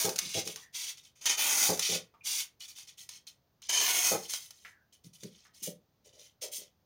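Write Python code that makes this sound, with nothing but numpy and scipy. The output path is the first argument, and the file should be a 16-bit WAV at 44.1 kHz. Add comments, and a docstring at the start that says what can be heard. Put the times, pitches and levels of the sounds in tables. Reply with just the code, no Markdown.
"""First a knife is heard in mid-cut through dry floral foam: a hiss, then a knock on the mat-covered table.
The hiss is a dense train of random cell fractures, coloured by blade modes and a hollow from the deepening slit.
Two more cuts follow; between them fingers scuff the block in thin hisses with snaps, clicks and squeaks.
Later the block bumps on the rim of a glass vase: stick-slip noise driving low modes.
Echoes from near surfaces, a small room's decay, a quiet room tone and microphone resonances complete the sound.
"""
import sys
import numpy as np
from scipy import signal
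from scipy.fft import rfft, irfft, next_fast_len
from scipy.io import wavfile
from scipy.ndimage import uniform_filter1d

SR = 44100
rng = np.random.default_rng(int(sys.argv[2]) if len(sys.argv) > 2 else 0)


def materialize(psi):
    """Save the field psi as 16-bit PCM at rate SR to the path in sys.argv[1].

    A 1-D psi becomes a single channel; in a 2-D psi each row is a channel.
    """
    bounded = np.clip(np.atleast_2d(psi).T, -1, 1)
    quanta = np.round(bounded * 32767).astype(np.int16)
    wavfile.write(sys.argv[1], SR, quanta)


N = 302085
TIME = np.arange(N) / SR
CUTOFF_HZ = 16000
SOUND_MM_PER_S = 343000

# Levels of events apply before the echoes, room and microphone.
# Steady cuts through the block. Each row: start in seconds, length in seconds, hiss level in dB,
# slit depth at the start in mm, sinking speed in mm/s.
CUTS = [(-.03, 0.061, -26, 26, 120), (1.365, 0.32, -26, 9, 73), (3.716, 0.39, -27, 1, 66)]
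CUT_ATTACK_S, CUT_RELEASE_S = 0.02, 0.045
# Forward jerks of the blade entering the foam. Each row: start in seconds, length in seconds, hiss level in dB.
BITES = [(1.15, .04, -63), (1.206, 0.042, -47), (1.253, 0.012, -26), (1.287, .027, -25),
         (3.685, 0.011, -25), (3.718, 0.0092, -33.5), (3.793, 0.042, -27)]
BITE_ATTACK_S, BITE_RELEASE_S = 0.0094, 0.027
# Modes of the free part of the blade. Each row: frequency in Hz, width in Hz, gain in dB.
BLADE_MODES = [(1023, 21, 0), (2480, 170, -7.5), (3050, 210, 0.5), (6470, 410, 1)]
# Spectrum of the cutting hiss. Each row: frequency in Hz, density in dB per Hz.
CUT_COLOUR = [(60, -32), (200, -22.5), (420, -11), (700, -6), (1000, -9), (1400, -9.5), (2400, -1.5),
              (3300, -1.5), (4300, -0.5), (5600, 3), (10000, 1), (16000, -15)]
# Gain of the top octave for a shallow and a deep slit, in dB: it grows as more of the blade rubs in the slit.
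SHALLOW_TOP_DB, DEEP_TOP_DB = -1.5, 1

# Foam scuffed by fingers, blade flat, mat and vase. Each row: start in seconds, length in seconds,
# level in dB, top-octave gain in dB.
RUBS = [(0.182, 0.14, -39.5, -2.5), (0.327, 0.07, -31.5, -3), (0.436, 0.088, -44.5, 4),
        (0.549, 0.08, -54.5, 1.5), (0.721, .18, -38.5, 1.5), (0.97, 0.011, -51, -4), (1.026, 0.044, -59, 0),
        (1.786, 0.17, -29.5, -1.5), (2.231, 0.18, -34.5, 5), (2.593, 0.053, -48, 1.5),
        (2.676, 0.028, -51, 6.5), (2.746, 0.074, -49, 1), (2.868, 0.028, -50, -5), (2.968, 0.057, -50, 6),
        (3.082, 0.084, -51, -2), (3.266, 0.015, -47.5, -1), (3.614, 0.055, -51.5, -20.5),
        (4.224, 0.032, -48, 4), (4.276, 0.089, -39, 5.5), (4.387, 0.079, -54.5, 8), (4.493, 0.21, -64, 4.5),
        (4.922, .02, -62.5, 7), (5.034, 0.031, -60.5, 7), (5.128, 0.029, -58, 7), (5.183, 0.091, -58, 4),
        (5.291, 0.17, -62, -15), (5.529, 0.079, -59.5, 4.5), (5.619, 0.054, -45, 13.5),
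        (6.039, 0.043, -59, -3), (6.121, 0.055, -61.5, -5), (6.176, 0.09, -57, 1.5),
        (6.409, 0.036, -39, 3.5), (6.51, 0.065, -46.5, 15.5), (6.594, 0.053, -57, -13)]
RUB_RISE_SHARE, RUB_RISE_MAX_S, RUB_RELEASE_S = 0.25, 0.036, 0.022  # a longer rub builds up more slowly
# Spectrum of the rubbing hiss. Each row: frequency in Hz, density in dB per Hz.
RUB_COLOUR = [(60, -37.5), (300, -23.5), (900, -16), (1500, -15.5), (2200, -3), (3100, 0.5), (4200, 0),
              (5600, 4.5), (10000, -1), (16000, -20)]

# Crumbs snapping and the blade tip pricking the foam. Each row: start in seconds, level in dB.
SNAPS = [(0.092, -15.5), (0.159, -16), (0.1819, -18), (0.188, -8.5), (0.4741, -17), (0.5592, -23.5),
         (1.256, -10.5), (1.7735, -24.5), (1.7932, -7), (2.7842, -28.5), (3.0904, -23.5), (3.619, -35),
         (3.6925, -26), (4.295, -26), (4.335, -12.5), (4.5064, -29), (5.2335, -27.5)]
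# Spectrum of the snaps. Each row: frequency in Hz, density in dB per Hz.
SNAP_COLOUR = [(200, -17), (1500, -7), (3000, -2.5), (6000, 4.5), (10000, 0.5), (16000, -17.5)]

# Blade or block landing on the mat and dragging. Each row: start in seconds, level in dB,
# drag in seconds, hardness as a low-pass corner in Hz.
LANDINGS = [(0.042, -34.5, 0.04, 1470), (0.1, -47.5, 0.018, 890), (0.215, -44, 0.056, 250),
            (0.345, -35.5, 0.0068, 650), (0.364, -31.5, 0.015, 644), (0.461, -44.5, 0.035, 490),
            (1.686, -31.5, 0.039, 1500), (1.888, -40, 0.078, 600), (4.11, -31.5, 0.043, 1410)]
# Modes of the table top. Each row: frequency in Hz, width in Hz, gain in dB.
TABLE_MODES = [(108, 8, -6), (174, 13, -1), (217, 69, -6), (342, 130, -5), (432, 74, 2), (458.8, 8.3, 5),
               (523, 11.5, 6), (653, 19, 1.5), (803, 31, -0.5), (1274, 38, -8.5), (1544, 120, -16)]

# Block bumping and juddering on the vase rim. 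Each row: start in seconds, level in dB,
# drag in seconds, centre of the contact band in Hz.
BUMPS = [(5.039, -49, 0.036, 118), (5.226, -42, 0.03, 193), (5.615, -53, 0.023, 174),
         (5.666, -39, 0.02, 322), (6.053, -61.5, 0.021, 710), (6.129, -65, 0.085, 716),
         (6.417, -46, 0.046, 820), (6.475, -61, 0.056, 665), (6.578, -60, 0.05, 433)]
# Modes of the block in the vase. Each row: frequency in Hz, width in Hz, gain in dB.
VASE_MODES = [(110, 31, -3), (196, 45, 3.5), (415, 64, 2), (501, 19, 8), (604, 38, 4), (980, 53, -15.5)]

# Small dull clicks. Each row: start in seconds, level in dB, pitch in Hz.
TAPS = [(0.564, -55, 1100), (2.139, -63, 1100), (4.648, -47, 1890), (5.451, -59, 1590)]
# Thin sinking squeaks. Each row: start in seconds, length in seconds, level in dB, starting pitch in Hz.
SQUEAKS = [(0.621, 0.024, -59.5, 1880), (2.206, 0.012, -59.5, 2486), (4.645, 0.15, -72, 1855)]
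SQUEAK_FALL_OCT_PER_S, SQUEAK_WIDTH_HZ = 1.4, 103

# Glancing echoes from table, hands and block. Each row: mean delay in ms, strength as a signed gain.
NEAR_ECHOES = [(0.9, .25), (1.7, -.3), (3.1, .35)]
# Decay of the room. Each row: frequency in Hz, time to fall by 60 dB in seconds.
ROOM_T60 = [(100, 0.27), (500, 0.26), (2000, 0.25), (5000, 0.093), (15000, 0.099)]
# Spectrum of the quiet room. Each row: frequency in Hz, density in dB per Hz.
ROOM_TONE = [(25, -17), (70, 2.5), (130, 1.5), (300, -8), (700, -11), (2200, -23), (5000, -21), (8500, -30)]
# Microphone resonances. Each row: frequency in Hz, nominal width in Hz (scaled by the gain), gain in dB.
MIC_RESONANCES = [(6274, 550, 4.5), (7834, 1000, -7.5), (12710, 4350, -13), (14450, 2820, 19)]


def from_db(db):
    """Logarithmic level: decibels to amplitude gain."""
    return 10 ** (np.asarray(db) / 20)


def rms_one(x):
    """Normalisation: scale to unit rms."""
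    return x / np.sqrt(np.mean(x ** 2) + 1e-20)


def at_hz(points, hz):
    """Interpolation: read a table on a log-frequency axis."""
    table_hz, value = np.transpose(points)
    return np.interp(np.log(np.maximum(hz, 1)), np.log(table_hz), value)


def colour(x, spectrum):
    """Minimum phase: a folded cepstrum gives a causal filter with the given spectrum."""
    size = 2 * next_fast_len(N)
    gain = from_db(at_hz(spectrum, np.fft.rfftfreq(size, 1 / SR)))
    cepstrum = irfft(np.log(gain))
    cepstrum[1:size // 2] *= 2
    cepstrum[size // 2 + 1:] = 0
    response = np.exp(rfft(cepstrum))
    return irfft(rfft(x, size) * response)[:N]


def band(hz, width_hz):
    """Simple resonance: filter coefficients with gain 1 at the peak."""
    hz = min(hz, 0.45 * SR)
    return signal.iirpeak(hz, hz / min(width_hz, SR / 4), fs=SR)


def body(force, modes):
    """Modal superposition: parallel modes of alternating sign driven by one force."""
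    out = 0
    for k, (hz, width_hz, db) in enumerate(modes):
        out = out + (-1) ** k * from_db(db) * signal.lfilter(*band(hz, width_hz), force)
    return out


def drift(rate_hz):
    """Low-pass random process: smooth chance of unit rms."""
    r = np.exp(-2 * np.pi * rate_hz / SR)
    smooth = signal.lfilter([1], [1, -2 * r, r * r], rng.standard_normal(N + SR))
    return rms_one(smooth[SR:])  # the first second settles the filter


def grains(per_s, spread_db):
    """Random impulse train: tiny fractures at random moments and of uneven size, with unit rms."""
    sizes = from_db(spread_db * np.minimum(rng.exponential(1, N), 4))
    signs = rng.choice([-1, 1], N)
    return rms_one(sizes * signs * (rng.random(N) < per_s / SR))


def burst(start, hold, fade, rise=0.0048):
    """Contact envelope: squared rise, hold and exponential decay."""
    out, first = np.zeros(N), max(int(start * SR), 0)
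    t = np.maximum(TIME[first:first + SR] - start, 0)
    decay = np.exp(-np.maximum(t - rise - hold, 0) / fade)
    out[first:first + len(t)] = np.minimum(t / rise, 1) ** 2 * decay
    return out


def stroke(start, length, rise, release):
    """Effort envelope of one hand movement: length counts up to the release."""
    return burst(start, max(length - rise, 0), release, rise)


def top_octave(x):
    """Zero-phase filtering: the highest part of a hiss, without delay."""
    return signal.sosfiltfilt(signal.butter(2, 7500, "high", fs=SR, output="sos"), x)


def cutting():
    """Brittle fracture: cells crush in a dense, uneven stream that excites the foam-damped blade modes."""
    unevenness = from_db(1.3 * drift(35))
    flicker = from_db(1.0 * drift(370))
    cells = grains(per_s=16000, spread_db=2.0) * unevenness * flicker
    hz = slit_hz()
    # the blade rings less as the slit deepens
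    blade = np.sqrt(hz / CUTOFF_HZ) * sum(body(cells, [mode]) for mode in BLADE_MODES)
    hiss = slit_hollow(colour(cells + blade, CUT_COLOUR), hz, depth=0.49, width_share=0.61)
    top_db = np.interp(hz, [0, CUTOFF_HZ], [DEEP_TOP_DB, SHALLOW_TOP_DB])
    return blade_effort() * rms_one(hiss + (from_db(top_db) - 1) * top_octave(hiss))


def blade_effort():
    """Addition of powers: steady strokes and jerks combine as incoherent sources."""
    power = np.zeros(N)
    for start, length, db, *_ in CUTS:
        power += (from_db(db) * stroke(start, length, CUT_ATTACK_S, CUT_RELEASE_S)) ** 2
    for start, length, db in BITES:
        power += (from_db(db) * stroke(start, length, BITE_ATTACK_S, BITE_RELEASE_S)) ** 2
    return np.sqrt(power)


def slit_hz():
    """Quarter-wave resonance: pitch falls as the slit deepens, and each cut opens a new slit."""
    depth_mm = np.zeros(N)
    for start, length, _, first_mm, mm_per_s in CUTS:
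        during = (TIME >= start) & (TIME < start + length + 0.5)
        depth_mm[during] = first_mm + mm_per_s * np.minimum(TIME[during] - start, length)
    return np.minimum(SOUND_MM_PER_S / (4 * np.maximum(depth_mm, 1)), CUTOFF_HZ)


def slit_hollow(x, hz, depth, width_share):
    """Interference: sound returning from the slit bottom weakens one band, lower as the blade sinks."""
    resonance, state, size = np.zeros(N), np.zeros(2), 64
    for i in range(0, N, size):  # a band-pass retuned every 64 samples
        w = 2 * np.pi * hz[i] / SR
        damp = np.tan(np.pi * width_share * hz[i] / SR)
        top, bottom = [damp, 0, -damp], [1 + damp, -2 * np.cos(w), 1 - damp]
        resonance[i:i + size], state = signal.lfilter(top, bottom, x[i:i + size], zi=state)
    return x - depth * resonance


def rubbing():
    """Sliding friction: light contact scuffs the surface cells into a thin hiss, crumbly when faint."""
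    unevenness = from_db(1.0 * drift(50))
    hiss = rms_one(colour(grains(per_s=7400, spread_db=1.5) * unevenness, RUB_COLOUR))
    top = top_octave(hiss)
    ticks, out = crumbs(per_s=300, count=20), np.zeros(N)
    for start, length, db, top_db in RUBS:
        crumbly = np.interp(db, [-58, -34], [0.38, 0.08])  # share of power in the ticks
        bright_hiss = hiss + (from_db(top_db) - 1) * top
        scuff = np.sqrt(1 - crumbly) * bright_hiss + np.sqrt(crumbly) * ticks
        rise = min(RUB_RISE_SHARE * length, RUB_RISE_MAX_S)
        out += from_db(db) * stroke(start, length, rise, RUB_RELEASE_S) * scuff
    return out


def crumbs(per_s, count):
    """Impulse response: loose crumbs tick under the contact, each ringing at a pitch of its own."""
    out = np.zeros(N)
    for hz in np.geomspace(3000, 10000, count):
        hits = grains(per_s / count, spread_db=2.2)
        out += signal.lfilter(*band(hz, hz / 14), hits + 1e-18) / hz
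    return rms_one(out)


def snaps():
    """Impulsive fracture: a sharp crack with a few milliseconds of crumbling behind it."""
    cracks, crumble = np.zeros(N), np.zeros(N)
    for start, db in SNAPS:
        cracks[int(start * SR)] += from_db(db)
        crumble += from_db(db) * burst(start, hold=0.001, fade=0.0051, rise=0.00069)
    fractures = grains(per_s=12000, spread_db=2)
    return colour(from_db(-5.5) * cracks + from_db(-11.5) * crumble * fractures, SNAP_COLOUR)


def judder(modes, slips_per_s):
    """Stick-slip excitation: random slips drive a body's modes, with mean strength held steady."""
    ring = body(grains(per_s=slips_per_s, spread_db=1.0), modes)
    return ring / np.sqrt(uniform_filter1d(ring ** 2, size=1500) + 1e-12)


def table_knocks():
    """Forced plate vibration: drags on the mat drum the table top; soft contacts lose the upper modes."""
    drum, out = judder(TABLE_MODES, slips_per_s=900), np.zeros(N)
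    for start, db, drag, hard_hz in LANDINGS:
        knock = drum * burst(start, drag, fade=0.0078)
        out += from_db(db) * signal.lfilter(*signal.butter(3, hard_hz, fs=SR), knock + 1e-18)
    return signal.sosfilt(signal.butter(4, 75, "high", fs=SR, output="sos"), out)


def vase_bumps():
    """Band-limited contact: the block catches on the rim, deep when pressed down, higher when it slides."""
    drum, out = judder(VASE_MODES, slips_per_s=400), np.zeros(N)
    for start, db, drag, hz in BUMPS:
        contact = signal.butter(3, [hz / 2, hz * 2], "band", fs=SR, output="sos")
        bump = drum * burst(start, drag, fade=0.0045)
        out += from_db(db) * signal.sosfilt(contact, bump + 1e-18)
    return signal.sosfilt(signal.butter(4, 1000, fs=SR, output="sos"), out)


def taps():
    """Damped resonance: short, dull clicks of noise through one broad resonance each."""
    contact, out = rng.standard_normal(N), np.zeros(N)
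    for start, db, hz in TAPS:
        ring = rms_one(signal.lfilter(*band(hz, 0.28 * hz), contact))
        out += from_db(db) * ring * burst(start, hold=0.002, fade=0.01, rise=0.001)
    return out


def squeaks():
    """Random modulation: a narrow, rough tone that sinks as the slide slows."""
    out = np.zeros(N)
    roughness = drift(SQUEAK_WIDTH_HZ) + 1j * drift(SQUEAK_WIDTH_HZ)
    for start, length, db, hz in SQUEAKS:
        pitch_hz = hz * 2 ** (-SQUEAK_FALL_OCT_PER_S * np.maximum(TIME - start, 0))
        tone = np.real(roughness * np.exp(2j * np.pi * np.cumsum(pitch_hz) / SR))
        out += from_db(db) * stroke(start, length, rise=0.0021, release=0.013) * tone
    return out


def near_echoes(x):
    """Comb filtering: close surfaces return delayed copies, and the comb shifts as the hands move."""
    out, fine = x, signal.resample_poly(x, 2, 1)
    for ms, strength in NEAR_ECHOES:
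        delay = ms / 1000 * (1 + 0.06 * drift(1))
        out = out + strength * np.interp(2 * SR * (TIME - delay), np.arange(2 * N), fine, left=0)
    return out / np.sqrt(1 + sum(strength ** 2 for _, strength in NEAR_ECHOES))


def room(x, wet_db):
    """Diffuse reverberation: echoes of a small workroom die exponentially, band by band."""
    t, edges = TIME[:SR // 2], np.geomspace(60, 18000, 9)
    tail = np.zeros(len(t))
    for low, high in zip(edges, edges[1:]):
        band_pass = signal.butter(2, [low, high], "band", fs=SR, output="sos")
        noise = signal.sosfilt(band_pass, rng.standard_normal(len(t)))
        tail += noise * 1000 ** (-t / at_hz(ROOM_T60, np.sqrt(low * high)))
    tail = tail * (t > 0.004)  # diffuse sound arrives after 4 ms
    return x + from_db(wet_db) * signal.fftconvolve(x, tail / np.linalg.norm(tail))[:N]


def room_tone():
    """Stationary noise: a quiet, mostly low background."""
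    return from_db(-74.0) * rms_one(colour(rng.standard_normal(N), ROOM_TONE))


def scene():
    """Superposition: foam, table and vase add up in a quiet room."""
    foam = room(near_echoes(cutting() + rubbing()) + snaps(), wet_db=-10)
    knocks = room(table_knocks() + vase_bumps(), wet_db=-9.5)
    clicks = room(taps() + squeaks(), wet_db=-1.5)
    return (foam + knocks + clicks + room_tone())[None]


def record(dry):
    """Transducer response: the microphone's port resonances colour the treble; the top is cut."""
    out = dry
    for hz, width_hz, db in MIC_RESONANCES:
        resonance = signal.lfilter(*band(hz, width_hz * from_db(-db / 2)), out)
        out = out + (from_db(db) - 1) * resonance
    return signal.sosfilt(signal.ellip(12, 0.2, 80, CUTOFF_HZ, fs=SR, output="sos"), out)


dry = scene()
out = record(dry)
materialize(out)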